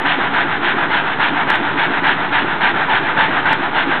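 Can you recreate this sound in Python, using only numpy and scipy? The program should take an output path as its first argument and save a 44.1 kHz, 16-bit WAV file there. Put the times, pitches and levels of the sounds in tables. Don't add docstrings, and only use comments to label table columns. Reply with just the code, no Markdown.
import sys
import numpy as np
from scipy import signal
from scipy.fft import rfft, irfft
from scipy.io import wavfile

SR = 44100
rng = np.random.default_rng(int(sys.argv[2]) if len(sys.argv) > 2 else 0)


def unload_wav(signal):
    wavfile.write(
        sys.argv[1],
        SR,
        np.round(np.clip(np.atleast_2d(signal).T, -1, 1) * 32767).astype(np.int16),
    )


N = 176400

# t/s, cut level/dB, return level/dB, blade ring level/dB
SAW_CYCLES = [(-.225, 9, -4, -7), (0.05, -0.5, 0.3, -14), (0.337, -1.05, -2, -9.5),
              (0.627, -0.5, 0.7, -9.5), (0.906, -.6, 0, -10), (1.197, 1, 2.5, -11.5),
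              (1.477, -0.8, -1.2, -5), (1.766, -.5, 0.3, -8.5), (2.032, 0.3, -1.5, -2.5),
              (2.318, -0.66, -2.3, -6), (2.609, 0.6, 1.7, -3.5), (2.888, -0.1, .3, -1.5),
              (3.171, 0, 0.7, 1.5), (3.452, -1, -2.9, -0.5), (3.741, -0.8, 2.1, -1.5)]
# f/Hz, level/dB
CUT_TONE = [(300, -34.5), (520, -28), (660, -5.5), (860, -2), (980, -1.5), (1100, -7), (1300, -4),
            (1500, 1.5), (1700, 0.5), (2000, -4.5), (2500, -11), (3500, -21.5), (4400, -25)]
CHIP_TONE = [(900, -24.5), (1700, -3), (2150, 0.5), (2550, -0.5), (2850, 2.5), (3500, -0.5), (3850, -6.5),
             (4100, -25.5), (4400, -31.5)]
RETURN_TONE = [(300, -22.5), (520, -18.5), (660, -3), (880, 0.5), (1100, -6.5), (1450, 0.5), (1700, 0),
               (2050, -6.5), (2500, -10.5), (3000, -14), (3600, -15), (4000, -24), (4400, -37)]
# f/Hz, level/dB, time to fade by 60 dB/s
BLADE_NOTES = [(707, -14, .09), (776, -15, 0.12), (900, -5.5, 0.15), (884.5, 3.5, .11), (940, -12, 0.21),
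               (1490, -5, 0.17), (1550, -8, 0.065)]
# delay/s, rise/s, hold/s, fall/s
CUT_SHAPE, CHIP_SHAPE = (-0.01, 0.035, 0.038, 0.055), (-0.0041, 0.044, 0.014, 0.067)
BLADE_SHAPE, RETURN_SHAPE = (-0.017, 0.032, 0.016, 0.068), (0.12, 0.068, 0.023, 0.039)
CUT_DB, CHIP_DB, BLADE_DB, RETURN_DB = -14.5, -22, -16.5, -18

def saw():
    _, cut_db, return_db, blade_db = np.transpose(SAW_CYCLES)
    pressure = tooth_pressure()
    cut = strokes(CUT_SHAPE, cut_db + CUT_DB) * with_tone(rasp(pressure), CUT_TONE)
    chips = strokes(CHIP_SHAPE, cut_db + CHIP_DB) * with_tone(rasp(pressure), CHIP_TONE)
    blade = strokes(BLADE_SHAPE, blade_db + BLADE_DB) * rms_one(ring(rasp(pressure), BLADE_NOTES))
    back = strokes(RETURN_SHAPE, return_db + RETURN_DB) * with_tone(rasp(pressure), RETURN_TONE)
    return cut + chips + blade + back


def strokes(shape, levels_db):
    delay, rise, hold, fall = shape
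    t, loudness = np.arange(N) / SR, np.zeros(N)
    for (start, *_), db in zip(SAW_CYCLES, levels_db):
        ramp = np.interp(t - start - delay, np.cumsum([0, rise, hold, fall]), [0, 1, 1, 0])
        loudness += from_db(db) * np.sin(np.pi / 2 * ramp)
    return loudness


JUDDER_DB, JUDDER_PER_S = 0.5, 44

def tooth_pressure(teeth_per_s=170, jitter=0.3, depth=0.19):
    bites_per_s = teeth_per_s * (1 + jitter * drift(30.1))
    phase = 2 * np.pi * np.cumsum(bites_per_s) / SR
    return (1 + depth * np.sin(phase)) * from_db(JUDDER_DB * drift(JUDDER_PER_S))


def rasp(pressure, fibres_per_s=3000, spread_db=1.66, rub_share=0.5):
    sizes = from_db(spread_db * np.minimum(rng.exponential(1, N), 5)) * rng.choice([-1, 1], N)
    snaps = rms_one(sizes * (rng.random(N) < fibres_per_s / SR))
    swell = from_db(0.82 * drift(30))
    rubbing = rng.standard_normal(N)
    return pressure * swell * (np.sqrt(1 - rub_share) * snaps + np.sqrt(rub_share) * rubbing)


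# t/s, level/dB
SNAG_TIMES = [(.084, -7), (.340, -8.5), (.936, -6), (1.000, -6), (1.501, 0), (1.504, 2), (1.555, 0),
              (2.099, -5), (2.355, -2), (3.209, 2), (3.531, 3)]
# f/Hz, level/dB, time to fade by 60 dB/s
CRACK_NOTES = [(940, -10, 0.0028), (1650, 0.5, 0.0069)]

def snags(crack_db=1, spurt_db=-14):
    clicks = clicks_at(SNAG_TIMES)
    crack = cut_lows(ring(clicks, CRACK_NOTES), hz=400, order=1)
    spurt = fade(clicks, decay_s=0.004) * with_tone(rng.standard_normal(N), CUT_TONE)
    return from_db(crack_db) * crack + from_db(spurt_db) * spurt


# t/s, level/dB
KNOCK_TIMES = [(.048, -7.5), (.189, 2), (.331, -3.5), (.454, 0.5), (.625, -5.5), (.748, 2), (.903, -1),
               (1.036, -3), (1.185, -0.5), (1.322, 1), (1.474, -3), (1.608, 0), (1.758, -4.5), (1.903, 3),
               (2.021, -1.5), (2.165, -8), (2.308, -7), (2.447, 2), (2.605, -8.5), (2.738, 1.5),
               (2.883, -7), (3.025, 1), (3.165, -4), (3.308, 0), (3.451, -4), (3.594, -4), (3.734, -11),
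               (3.875, 2.5)]
# f/Hz, level/dB, time to fade by 60 dB/s
FRAME_NOTES = [(125, -17, .2), (165.3, -12, .35), (220, -18, .12), (232, -8.5, .09), (284.3, 1, .13),
               (340.6, -5, 0.16), (373, -8.5, 0.069), (450, -15.5, .05)]

def frame_knocks(level_db=-22.5, rattle=0.043):
    clicks = clicks_at(KNOCK_TIMES)
    building = fade(clicks[::-1], decay_s=0.036)[::-1]
    dying = fade(clicks, decay_s=0.0098)
    force = clicks + rattle * (building + dying) * rng.standard_normal(N)
    return from_db(level_db) * cut_lows(ring(force, FRAME_NOTES), hz=190, order=3)


# f/Hz, level/dB
DRIVE_TONE = [(25, -27), (50, -29.5), (75, -25.5), (100, -11), (130, -1.5), (190, -2.5), (240, -3),
              (400, -1), (520, -6.5), (700, -3), (900, 3.5), (1100, -2), (1450, 1.5), (2000, -5),
              (2500, -10), (3500, -12.5), (4000, -21), (4400, -34.5)]

def mill_drive(rush_db=-21.5, hum_db=-32.5):
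    judder = from_db(JUDDER_DB * drift(JUDDER_PER_S))
    rush = with_tone(rasp(judder), DRIVE_TONE)
    timber = ring(rng.standard_normal(N), FRAME_NOTES)
    hum = cut_lows(timber, hz=101, order=2)
    return from_db(rush_db) * rush + from_db(hum_db) * rms_one(hum)


def wall_echo(x, fade_s=0.29):
    t = np.arange(SR // 2) / SR
    tail = rng.standard_normal(len(t)) * np.exp(-np.log(1000) * t / fade_s) * (t > .004)
    return signal.fftconvolve(x, tail / np.sqrt(np.sum(tail ** 2)))[:N]


def from_db(db):
    return 10 ** (np.asarray(db) / 20)


def rms_one(x):
    return x / np.sqrt(np.mean(x ** 2) + 1e-20)


def drift(rate):
    r = np.exp(-80 * np.pi * rate / SR)
    slow = signal.lfilter([1], [1, -2 * r, r * r], rng.standard_normal(N // 40 + 2002))[2000:]
    return np.interp(np.arange(N) / 40, np.arange(len(slow)), rms_one(slow))


def with_tone(x, tone):
    hz, db = np.transpose(tone)
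    freqs = np.maximum(np.arange(N // 2 + 1) * SR / N, 1)
    bass_fade = np.minimum(freqs / hz[0], 1)
    gain = from_db(np.interp(np.log(freqs), np.log(hz), db))
    return rms_one(irfft(rfft(x) * bass_fade * gain, N))


def ring(force, notes):
    sound = np.zeros(N)
    for hz, db, fade_s in notes:
        r, w = np.exp(-np.log(1000) / (fade_s * SR)), 2 * np.pi * hz / SR
        sound += from_db(db) * signal.lfilter([0, np.sin(w)], [1, -2 * r * np.cos(w), r * r], force + 1e-18)
    return sound


def clicks_at(table):
    clicks = np.zeros(N)
    for start, db in table:
        clicks[int(start * SR)] += from_db(db)
    return clicks


def fade(clicks, decay_s):
    return signal.lfilter([1], [1, -np.exp(-1 / (decay_s * SR))], clicks + 1e-18)


def cut_lows(x, hz, order):
    return signal.sosfilt(signal.butter(order, hz, "high", fs=SR, output="sos"), x)


def scene(echo_db=-10):
    machine = saw() + snags() + frame_knocks()
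    return (machine + from_db(echo_db) * wall_echo(machine) + mill_drive())[None, :]


def record(dry, soft_limit=0.82, hard_limit=0.72, offset=0.0376):
    rounded = soft_limit * np.tanh(dry / soft_limit)
    dulled = signal.sosfiltfilt(signal.cheby2(12, 40, 4635, fs=SR, output="sos"), rounded)
    narrow = cut_lows(dulled, hz=49, order=2)
    clipped = np.clip(narrow + offset, -hard_limit, hard_limit)
    return signal.sosfilt(signal.cheby2(12, 70, 15800, fs=SR, output="sos"), clipped)


dry = scene()
out = record(dry)
unload_wav(out)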